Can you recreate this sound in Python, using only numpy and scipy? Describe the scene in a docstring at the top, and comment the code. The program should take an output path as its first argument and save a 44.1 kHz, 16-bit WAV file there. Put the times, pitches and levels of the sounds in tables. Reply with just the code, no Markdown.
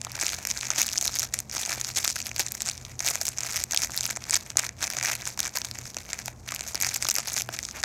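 """From the first moment a hand kneads a thin, stiff plastic wrapper over a bed, close to a small microphone.
Its folds snap by buckling, large ones singly, small ones in swarms over a rustle of sliding film.
Knocks of a stuffed bag fall among them; the loudest snap comes past the middle, then the snaps thin out,
crowd together again and, near the end, a short stick-slip creak ticks. Throughout, the bed reflects once,
the walls reverberate faintly, and a distant motor beats in the quiet, resonant room."""
import sys
import numpy as np
from scipy import signal
from scipy.fft import rfft, irfft, next_fast_len
from scipy.io import wavfile
from scipy.ndimage import map_coordinates

SR = 44100
rng = np.random.default_rng(int(sys.argv[2]) if len(sys.argv) > 2 else 0)


def master(y):
    """Save y as 16-bit WAV."""
    cut = np.clip(np.atleast_2d(y).T, -1, 1)
    pcm = np.round(cut * 32767)  # scale
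    wavfile.write(sys.argv[1], SR, pcm.astype(np.int16))


N = 345744


def amp(db):
    """Logarithmic level: decibels to amplitude gain."""
    return 10 ** (np.asarray(db) / 20)


def unit(x):
    """Normalisation to an rms of 1."""
    return x / np.sqrt(np.mean(x ** 2) + 1e-20)


def along(points, hz):
    """Linear interpolation of (frequency [Hz], value) points on a logarithmic frequency axis."""
    f, v = np.transpose(points)
    return np.interp(np.log(hz + 1), np.log(f + 1), v)


def wobble(rate):
    """Band-limited fluctuation: a smooth curve through random knots, rate of them a second."""
    knots = rng.standard_normal(int(N * rate / SR) + 4)
    return unit(map_coordinates(knots, [np.arange(N) * rate / SR]))


def filtered(x, response):
    """Linear filtering: the spectrum of x times a response of frequency."""
    m = next_fast_len(N + SR // 2)
    hz = np.fft.rfftfreq(m, 1 / SR)
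    return irfft(rfft(x, m) * response(hz), m)[..., :N]


# The film as the microphone hears it, with the port resonance near 6 kHz:
# (frequency [Hz], relative spectral level [dB])
FILM_RESPONSE = [(180, -39.5), (300, -17), (427, -20), (685, -10), (1080, -17), (2340, -5.5), (3020, -15),
                 (4680, -6), (6330, 2.5), (8020, -5.5), (9020, -10), (13300, -8.5), (15500, -20),
                 (16800, -33)]
KNOCK_HZ, THUMP_HZ, FIZZ_HZ = 1350, 3050, 8700  # edges between knock, thump, crack and fizz


def film_parts(size=1024):
    """Minimum-phase response: four causal bands of the film, knock to fizz, each of mean power 1."""
    hz = np.fft.rfftfreq(size, 1 / SR)
    under = [1 / (1 + (hz / edge) ** 10) for edge in (KNOCK_HZ, THUMP_HZ, FIZZ_HZ)]
    shares = np.diff([0 * hz, *under, 1 + 0 * hz], axis=0)
    magnitude = amp(along(FILM_RESPONSE, hz)) * np.sqrt(np.abs(shares))
    # folding the cepstrum onto positive time makes each response causal
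    cepstrum = irfft(np.log(magnitude + 1e-5), size)
    cepstrum[:, 1:size // 2] *= 2
    cepstrum[:, size // 2 + 1:] = 0
    parts = np.exp(rfft(cepstrum))
    return parts / np.sqrt(np.mean(np.abs(parts) ** 2, axis=1, keepdims=True))


def buckle(s, levels_db, rise_s, jolt_s, tail_s, tail_db, size=512):
    """Snap-through buckling: noisy force rises, jolts at time s and trembles, heard in four bands.

    Rise, jolt and tail are times per 60 dB; levels_db sets the energy of each band of each fold.
    """
    lead = size // 8  # samples kept for the rise
    t = (np.arange(size) - lead) / SR
    before = amp(60 * t / rise_s)
    after = amp(-60 * t / jolt_s) + amp(tail_db - 60 * t / tail_s)
    force = np.where(t < 0, before, after) * rng.standard_normal((len(s), size))

    # each fold frees a facet with its own damped pitch
    hz = np.fft.rfftfreq(2 * size, 1 / SR)
    facet_hz = 3200 * np.exp(rng.uniform(-1.46, 1.456, (len(s), 1)))
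    damping_hz = .22 * facet_hz
    ring = 1 + 2.5j * hz * damping_hz / (facet_hz ** 2 - hz ** 2 + 1j * hz * damping_hz)

    spectrum = rfft(force, 2 * size) * ring * film_parts(2 * size)[:, None]
    sound = irfft(spectrum)[..., :size]
    sound *= amp(levels_db)[..., None] / np.linalg.norm(sound, axis=2, keepdims=True)
    at = (np.round(s * SR).astype(int)[:, None] + np.arange(size)).ravel()
    return np.array([np.bincount(at, part.ravel(), N + size)[lead:N + lead] for part in sound])


# Large folds snapping: (time [s], nominal crack level [dB],
# panel thump relative to crack [dB], edge fizz relative to crack [dB])
LARGE_SNAPS = [(0.0156, -17.0, -15, -15), (0.049, -16, -17, -8), (0.1185, -22, -28.5, -2),
               (0.1524, -20, -18, -16), (0.2, -17, -30, -10), (0.2125, -10, -16, -9),
               (0.2269, -14, -6, -12), (0.2664, -7.5, -21, -21), (0.2817, -17, -4, -10),
               (0.292, -14, -28, -16), (0.3018, -18, -10, -23), (0.3325, -19.5, -2, -9),
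               (0.3471, -17, -24, -10), (0.4518, -13.5, -7.5, -4), (0.472, -11.5, -14, -1),
               (0.513, -8, -17, -17), (0.5747, -15, -26, -15), (0.611, -15.5, -22, -20),
               (0.6319, -18.0, -3.5, -12), (0.6536, -18, -12, -16), (0.6699, -15.5, -14, -12),
               (0.7045, -5.5, -16, -17), (0.7164, -15, -17, -22), (0.7529, -26, -20, -2),
               (0.7607, -15, -11, -19), (0.7664, -23, -15, -23), (0.7803, -18, -14, -9),
               (0.7984, -12, -12, -20), (0.8018, -14, -10, -11), (0.817, -3, -28, -4),
               (0.8307, -10.5, -19, -9), (0.837, -23, -23, -2), (0.8629, -20, -25, -1),
               (0.8672, -13, -23, -2), (0.881, -17, -13, -14), (0.8896, -13.5, -16, -11),
               (0.927, -16.5, -19, -16), (0.9324, -13, -24, -5), (0.9578, -27, 1.5, -18),
               (0.9664, -19, -24, -7), (0.9766, -9.5, -32, -16), (0.9804, -5.5, -36, -28),
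               (0.987, -14.5, -16, -5), (1.0125, -9, -23, -5), (1.0259, -10.5, -18, -7),
               (1.0521, -19.5, -9, -15), (1.055, -12, -15, -1), (1.0643, -14, -18, -14),
               (1.073, -14, -26, -2), (1.0785, -7, -35, -19), (1.1422, -15.5, -24, -21),
               (1.1552, -14, -17, -2), (1.1692, -19, -12, -8), (1.1885, -9, -32, -13),
               (1.1955, -8.5, -32, -2), (1.2308, -12, -11, -6), (1.339, -9.5, -15, -19),
               (1.342, -12.5, -9, 1), (1.39, -11.0, -19, -18), (1.403, -16.0, -17, 0),
               (1.4977, -21, -15, -11), (1.5138, -18.5, -21, -17), (1.581, -18, -15, -12),
               (1.6152, -16, -17, 0), (1.6523, -16, -16, -17), (1.661, -13.0, -31, -13),
               (1.6947, -15, -20, -15), (1.7079, -20, -22, -12), (1.7193, -14.5, -8, -14),
               (1.8041, -26, -18, 2), (1.8132, -10, -20, -9), (1.847, -13, -18, -20),
               (1.9596, -19, -32, -10), (1.9846, -10.5, -18.5, -13), (2.0452, -16, -4, 5),
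               (2.048, -9.5, -16, -15), (2.0543, -12, -9, -13), (2.078, -5.5, -16.5, -13),
               (2.1592, -17, -12, -7), (2.1643, -17.5, -4, -3), (2.2033, -16, -11, -10),
               (2.217, -19, -18, -15), (2.2263, -20, -21, -15), (2.2681, -17, -9, 0),
               (2.2924, -23.5, -16, -13), (2.3149, -22.5, -0.5, -17), (2.3632, -15, -8.5, -4),
               (2.3952, -9, -11, -2), (2.4014, -14.5, -6, 0), (2.406, -9.5, -21, -19),
               (2.4652, -13.5, -17, -15), (2.4839, -20, -33, -11), (2.5205, -16.5, -17, 3.5),
               (2.5511, -17.5, -13.5, -4), (2.6057, -16, -12, -15), (2.6202, -10, -23.5, -6),
               (2.6549, -21.0, -28, -9), (2.661, -16, -17, -10), (2.6979, -12, -21, -16),
               (2.7134, -19, -16, -17), (2.7785, -21.5, -29, -15), (2.851, -22, -26, -18),
               (2.9934, -14.5, -29, -23), (3.005, -11, -12.5, -12), (3.064, -8.5, -26, -5),
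               (3.0788, -10.5, -9.5, -10), (3.0866, -10, -9, 1), (3.1025, -24.5, -11, 14),
               (3.1555, -9, -12.5, -3), (3.2143, -9, -37, -4), (3.2208, -18, -17, -12),
               (3.2543, -14.0, -19, 1), (3.268, -14.5, -32, -2), (3.2818, -10, -15, -9),
               (3.2882, -12, -31, 3), (3.3751, -20.5, -11, -23), (3.3847, -10.5, -20, -16),
               (3.389, -17, -18, -13), (3.407, -14, -19, -9), (3.434, -12.5, -15, -11),
               (3.4665, -18, -9, -3), (3.507, -19.5, -21, -8), (3.5336, -21, -20, -6), (3.56, -11, -12, -6),
               (3.5658, -11.5, -14, -4), (3.5707, -13.5, -10.5, -4), (3.602, -18, -17, -4),
               (3.614, -25, -11, -12), (3.639, -8, -18, -2), (3.711, -15, -25, -6), (3.722, -10, -31, -8),
               (3.734, -13, -12, -13), (3.7466, -11, -5, -1), (3.7634, -9.0, -26, -18),
               (3.7748, -3.5, -30, -15), (3.8044, -23, -9, -11), (3.8199, -13, -26, -8),
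               (3.8239, -20, -25, -16), (3.8437, -19, -25, -17), (3.8469, -11.5, -11.5, -5),
               (3.8726, -23, -9, -7), (3.9193, -20.5, -20, -7), (3.9656, -22, -29, 7),
               (3.9764, -9, -22, -3), (4.0086, -9, -24, -13), (4.0335, -15, -23, -8),
               (4.0548, -9.5, -18, -11), (4.0653, -23, -2, 8), (4.0934, -20, -10, -18),
               (4.1058, -18, -3.5, -1), (4.1097, -13.5, -12, -6), (4.163, -16, -14, -18),
               (4.1708, -16.5, -11.5, -11), (4.2402, -20.5, -17, -13), (4.297, -15.0, -16, -11),
               (4.309, -6, -23, -14), (4.3308, -16, -26, -13), (4.3383, -11, -29, -23),
               (4.3435, -4, -16, -14), (4.3559, -6.5, -25, -14), (4.3662, -8.5, -15.5, -6),
               (4.3715, -17, -26, -10), (4.503, -17, -15.5, -13), (4.5711, 0.5, -23, -19),
               (4.5924, -7, -18, -9), (4.5956, -7, -10.5, -8), (4.6661, -16, -11, -7),
               (4.692, -17.5, -7.5, -17), (4.8284, -20, -22, -16), (4.8418, -11, -15, -17),
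               (4.846, -17, -19, -17), (4.8704, -16, -19, -14), (4.8776, -19, -6, -11),
               (4.9022, -14, -12, -3), (4.913, -22.5, -9, -7), (4.9686, -12, -11, -14),
               (4.987, -12, -11, -16), (5.012, -19.5, 0, -19), (5.028, -12, -14, -12),
               (5.0581, -10, -8.5, -19), (5.1531, -16.5, -8, 1), (5.255, -16.5, -17, -15),
               (5.2749, -13.5, -18, -21), (5.376, -21, -13, -4), (5.3927, -12, -13.5, -5),
               (5.4036, -6.5, -18, -3), (5.4306, -16.5, -16, -7), (5.4688, -16, -11, -15),
               (5.5648, -16.5, -9, -3), (5.5718, -10, -13, -4), (5.5858, -17.0, -18, 1),
               (5.6173, -15, -10, -16), (5.648, -15, -17, -13), (5.6523, -20, -14, 0),
               (5.7129, -17.5, -13, -9), (5.7876, -17.5, -14, -7), (5.9454, -23.5, -15, -9),
               (5.9683, -14, -15.5, -14), (6.132, -11, -9, -12), (6.19, -17.5, -10, -9),
               (6.259, -17.5, -17, 1.5), (6.2816, -20.5, -4.5, -4), (6.4894, -19.5, -2, -12),
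               (6.5092, -24, -6, -1), (6.5212, -16, -9, -8), (6.5406, -22.5, -6, -11),
               (6.548, -18.5, -21, 2.5), (6.562, -18, -8, -4), (6.5935, -21, -10, -9),
               (6.6089, -14, -13, -10), (6.677, -20, -22, -4), (6.7468, -14.5, -15, -6),
               (6.7552, -10, -16, -10), (6.8027, -18, -18, 1), (6.813, -9, -13, -3), (6.824, -8.5, -22, 2),
               (6.8344, -16.5, -1.5, -12), (6.8471, -10, -7, -7), (6.8668, -14.0, -18, -6),
               (6.8723, -16, -13, -9), (6.89, -12, -17, -11), (6.8927, -19, -20, -7),
               (6.943, -14.5, -23, 0), (6.947, -13, -24, -10), (6.9604, -11, -9, -1),
               (6.9639, -12, -17, -5), (6.9717, -22, -18, -2), (7.0252, -8.5, -17, -7),
               (7.031, -17, -12, -5), (7.0478, -13, -16, -7), (7.0523, -16, -16, -9),
               (7.069, -17.5, -13, -12), (7.0876, -7, -13, -2), (7.0913, -12, -13, -9),
               (7.1004, -6.5, -24, -12), (7.1105, -9, -18, -3), (7.1144, -9.5, -14, -8),
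               (7.1424, -23.0, -25, 8), (7.1543, -9.5, -17, -7), (7.164, -10.5, -11, -1),
               (7.185, -9.5, -12, -5), (7.2577, -24, -6, -6), (7.2732, -18, -20, 0),
               (7.2847, -16.5, -25, -12), (7.3335, -19, -27, 3), (7.3414, -13, -24, -12),
               (7.365, -12, -12, -23), (7.3696, -16.0, -11, -9), (7.379, -13.5, -6.5, -9),
               (7.387, -14, -23, -6), (7.4093, -16.5, -5, -3), (7.4204, -12.5, -21, -3),
               (7.4897, -27, 2, -3), (7.5898, -14, -7, -7), (7.6294, -17, -22, -9), (7.6517, -15, -31, -13),
               (7.688, -21.0, -8, -16), (7.7113, -21, -22, -15), (7.8304, -18, -4.5, -7),
               (7.8376, -10, -1.5, -13)]
# a snap's knock under its crack [dB]; its share of the thump's swing; its random spread [dB]
KNOCK_DB, KNOCK_FOLLOWS, KNOCK_SCATTER_DB = -20, 0.49, 4


def large_folds():
    """Snap-through of single large folds; a deeper thump brings on average a stronger knock of the bag."""
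    s, crack_db, thump_db, fizz_db = np.transpose(LARGE_SNAPS)
    knock_db = KNOCK_DB + KNOCK_FOLLOWS * thump_db + KNOCK_SCATTER_DB * rng.standard_normal(len(s))
    # deeper parts ring longer, so hold more energy for their peak
    spread_db = [[15.5], [13.5], [10.5], [8.5]]
    levels_db = crack_db + np.array([knock_db, thump_db, 0 * s, fizz_db]) + spread_db
    return buckle(s - .0002, levels_db, rise_s=.0017, jolt_s=.0011, tail_s=.007, tail_db=-19).sum(0)


def small_folds():
    """Superposed random impulses: swarms of small snaps over the friction noise of film sliding on film."""
    t = np.arange(N) / SR
    swarm_db = 2.9 * np.tanh(1.0 * wobble(70))  # neighbouring folds swell together
    draw = rng.random((2800, 6))  # one row a fold: time, size and the colour of four bands
    when = draw[:, 0] * (N - 1) / SR
    scatter_db = 2.94 * np.minimum(-np.log(draw[:, 1] + 1e-9), 3.5)
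    size_db = np.interp(when, t, swarm_db) + scatter_db
    colour_db = 17.3 * (draw[:, 2:].T - .5)
    folds = buckle(when, size_db + colour_db, rise_s=0.0016, jolt_s=0.0014, tail_s=0.0039, tail_db=-19)
    folds /= np.sqrt(np.mean(folds ** 2, axis=1, keepdims=True))

    noise = rng.standard_normal((4, N))
    sliding = signal.fftconvolve(noise, irfft(film_parts()), axes=1)[:, :N]

    coarse_t = t[::64]
    hand_db, dull_db = (np.interp(t, coarse_t, curve) for curve in hand(coarse_t))
    # about .6 at rest, where small snaps weaken a little beside the sliding film; near 1 in a crush
    busy = 1 / (1 + np.exp(-(hand_db + 62.5) / 3))
    sliding_db = -2.5 - 7.3 * busy + busy * (0.75 * swarm_db + 4.1 * wobble(160))
    bands = amp(-1.5) * busy * folds + amp(sliding_db) * sliding
    knock, thump, crack, fizz = bands * amp(hand_db)
    dull = amp(-4.0) * knock + amp(1.8) * thump
    return amp(dull_db) * dull + amp(4.04) * crack + amp(-5.5) * fizz


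# The hand closing on the film: (start [s], hold [s], drive of the small folds [dB],
# their low parts relative to that drive [dB])
HAND_CRUSHES = [(0.003, 0.028, -59, -1), (0.052, 0.099, -52, 2), (0.151, 0.016, -42.5, 2),
                (0.218, 0.11, -37.5, -5.5), (0.382, 0.047, -47, -1.5), (0.446, 0.13, -48, -3),
                (0.496, 0.008, -36, -8), (0.558, 0.11, -41, -3), (0.715, 0.025, -37.5, -1.5),
                (0.785, 0.016, -27, -7.5), (0.897, 0.25, -42, -7), (1.03, 0.009, -37, -17),
                (1.161, 0.081, -38.5, -7.5), (1.337, 0.032, -42.5, -4.5), (1.535, 0.11, -35, -6.5),
                (1.696, 0.043, -35, -3.5), (1.778, 0.02, -41, -3), (1.864, 0.034, -37.5, -7.5),
                (1.963, 0.13, -39, -9), (1.976, 0.011, -29.5, -6.5), (2.081, 0.028, -39.5, -17),
                (2.162, 0.032, -41.5, -8), (2.247, 0.036, -43.5, -5), (2.36, 0.14, -44, -6),
                (2.401, 0.007, -34.5, -7), (2.55, 0.078, -45.5, -8.5), (2.674, 0.017, -35.5, -6),
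                (2.76, 0.16, -53.5, -2), (3.016, 0.13, -40.5, -3), (3.077, 0.0079, -30, -8),
                (3.185, 0.082, -39, -8.5), (3.31, 0.028, -48, -6), (3.388, 0.118, -42, -3.5),
                (3.519, 0.085, -38.5, -5), (3.715, 0.026, -41, -3.5), (3.795, 0.043, -32.5, -8.5),
                (3.92, 0.2, -39, -6.5), (4.219, 0.065, -51, 0), (4.298, 0.051, -39.5, -4),
                (4.331, 0.016, -31.5, -5), (4.47, 0.03, -50.5, -1), (4.588, 0.057, -37.5, -3),
                (4.823, 0.01, -32, -2.5), (4.915, 0.075, -42.5, -1.5), (5.037, 0.084, -33, -3.5),
                (5.2, 0.043, -48, 1), (5.267, 0.021, -37, -7), (5.398, 0.077, -42, -3.5),
                (5.544, 0.029, -40.5, -4), (5.639, 0.035, -44, -5.5), (5.755, 0.05, -48.5, -3),
                (5.849, 0.036, -44.5, -8.5), (5.98, 0.022, -49, -3), (6.065, 0.073, -46, -1.5),
                (6.18, 0.037, -45, -4), (6.255, 0.036, -48, -4), (6.324, 0.035, -72, -2),
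                (6.463, 0.21, -48.5, -1.5), (6.675, 0.027, -42, -7.5), (6.758, 0.039, -46.5, 1),
                (6.821, 0.047, -36.5, -5.5), (6.906, 0.034, -36.5, -7), (7.018, 0.1, -41, -6),
                (7.164, 0.03, -37, -3), (7.276, 0.048, -40, -6), (7.37, 0.011, -36, -8.5),
                (7.465, 0.03, -53.5, -3), (7.541, 0.0035, -35.5, -4), (7.64, 0.045, -45, -10.5),
                (7.746, 0.071, -45.5, -3)]
ATTACK_DB_PER_S, RELEASE_DB_PER_S = 595, 280
REST_DB, REST_DULL_DB = -61, -7  # drive and relative low parts between crushes


def hand(t):
    """Power summation of crushes that rise fast, hold and release slowly; gives drive and dullness in dB."""
    start, hold, db, dull_db = np.transpose(HAND_CRUSHES)[..., None]
    attack_db = ATTACK_DB_PER_S * np.maximum(start - t, 0)
    release_db = RELEASE_DB_PER_S * np.maximum(t - start - hold, 0)
    power = amp(db - attack_db - release_db) ** 2
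    rest = amp(REST_DB) ** 2
    total = power.sum(0) + rest
    dullness_db = ((power * dull_db).sum(0) + rest * REST_DULL_DB) / total
    return 10 * np.log10(total), dullness_db


# The stuffed bag knocking as it gives way: (time [s], nominal level [dB])
BAG_KNOCKS = [(0.047, -37), (0.067, -24.5), (0.231, -25.5), (0.78, -28), (1.024, -27), (1.09, -27.5),
              (1.338, -35), (1.565, -24), (1.676, -30), (1.775, -26.5), (2.398, -20.5), (3.004, -29),
              (3.154, -26), (3.213, -23.5), (3.279, -33), (3.382, -42), (3.733, -27), (3.894, -27.5),
              (4.088, -27), (4.169, -25), (4.555, -29), (4.967, -22.5), (5.026, -27), (5.374, -30),
              (5.458, -29.5), (5.571, -23), (5.966, -26), (6.13, -39), (6.279, -23), (6.521, -25),
              (6.663, -34), (6.745, -25), (7.022, -26), (7.05, -21), (7.087, -37), (7.183, -22.5),
              (7.275, -28), (7.361, -37), (7.488, -20.5), (7.588, -41)]


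def knocks():
    """Impulsive excitation of the whole bag: dull blows, nearly all low part."""
    s, db = np.transpose(BAG_KNOCKS)
    levels_db = db + np.array([[13], [4], [-3], [-12]])
    return buckle(s + 0.001994, levels_db, rise_s=0.0031, jolt_s=0.006, tail_s=0.0075, tail_db=-12).sum(0)


# Film creaking as it is drawn tight: (start [s], end [s], slip rate [1/s], nominal level [dB])
FILM_CREAKS = [(7.732, 7.812, 280, -23.5)]


def creaks():
    """Stick-slip friction: dull ticks at a nearly even rate, swelling and fading."""
    out = np.zeros(N)
    for start, end, rate, db in FILM_CREAKS:
        s = np.arange(start, end, 1 / rate)
        place = (2 * s - start - end) / (end - start)  # -1 at the start, 1 at the end
        swell_db = -9 * place ** 2 + rng.normal(0, 1.5, len(s))
        levels_db = db + swell_db + np.array([[-1.2], [0], [-5.5], [-15]])
        s = s + rng.normal(0, 0.077, len(s)) / rate
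        out += buckle(s, levels_db, rise_s=0.0013, jolt_s=0.00079, tail_s=0.0033, tail_db=-27).sum(0)
    return out


# Decay of the reverberation between the walls: (frequency [Hz], time to fall 60 dB [s])
WALL_DECAY = [(300, 0.64), (2000, 0.43), (6000, 0.028), (14000, 0.058)]


def room(x):
    """Reflection and reverberation: one bounce off the bed, then a tail decaying by frequency."""
    hz, t, z = signal.stft(rng.standard_normal(SR // 4), SR, nperseg=256)
    decay = amp(-60 * t / along(WALL_DECAY, hz)[:, None])
    tail = signal.istft(z * decay, SR, nperseg=256)[1]
    tail /= np.linalg.norm(tail)
    bed = amp(-22.5) * np.pad(x, (round(0.0031 * SR), 0))[:N]
    walls = amp(-25.0) * signal.fftconvolve(np.pad(x, (200, 0)), tail)[:N]
    return bed + walls


# Spectrum of the room air: (frequency [Hz], relative spectral level [dB])
AIR_SPECTRUM = [(20, -45), (39, -23), (50, -3), (100, -9.5), (180, -10), (230, -10), (300, -16),
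                (450, -17.5), (700, -18.5), (1100, -23), (2400, -44), (2950, -66), (6600, -56),
                (12000, -65), (16000, -56)]
# Room resonances, each a narrow band of noise:
# (centre [Hz], half-width where amplitude falls to 1/e [Hz], rms level [dB])
ROOM_RESONANCES = [(57.6, 6.2, -61.5), (83.6, 10, -55.5), (126.4, 7.3, -56.5), (151, 6.2, -69),
                   (219, 12.3, -63)]
# A motor's mains tone and the side tones of its slip, which make it throb:
# (frequency [Hz], rms level [dB])
MOTOR_TONES = [(118.22, -64), (119.98, -56), (121.74, -59.5)]
CREST_S = .1  # a moment at which the throb is strongest


def hum():
    """Beating of close motor tones, with narrow-band room resonances on steady air noise."""
    air = unit(filtered(rng.standard_normal(N), lambda hz: amp(along(AIR_SPECTRUM, hz))))
    out = amp(-52.0) * air
    t = np.arange(N) / SR - CREST_S
    for tone_hz, db in MOTOR_TONES:
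        out += amp(db) * unit(np.sin(2 * np.pi * tone_hz * t))
    for centre, width, db in ROOM_RESONANCES:
        band = filtered(rng.standard_normal(N), lambda hz: np.exp(-((hz - centre) / width) ** 2))
        out += amp(db) * unit(band)
    return out


def scene():
    """Superposition of the wrapper, its echoes and the room."""
    film = large_folds() + knocks() + creaks() + small_folds()
    return (film + room(film) + hum())[None]


CEILING, KNEE = .9, 5  # limit of the input stage [full scale]; sharpness of its bend
TOP_HZ = 16600  # band limit


def record(dry):
    """Soft saturation rounds off the very loudest snaps; band-limiting removes all above TOP_HZ."""
    rounded = dry / (1 + np.abs(dry / CEILING) ** KNEE) ** (1 / KNEE)
    return filtered(rounded, lambda hz: hz < TOP_HZ)


dry = scene()
out = record(dry)
master(out)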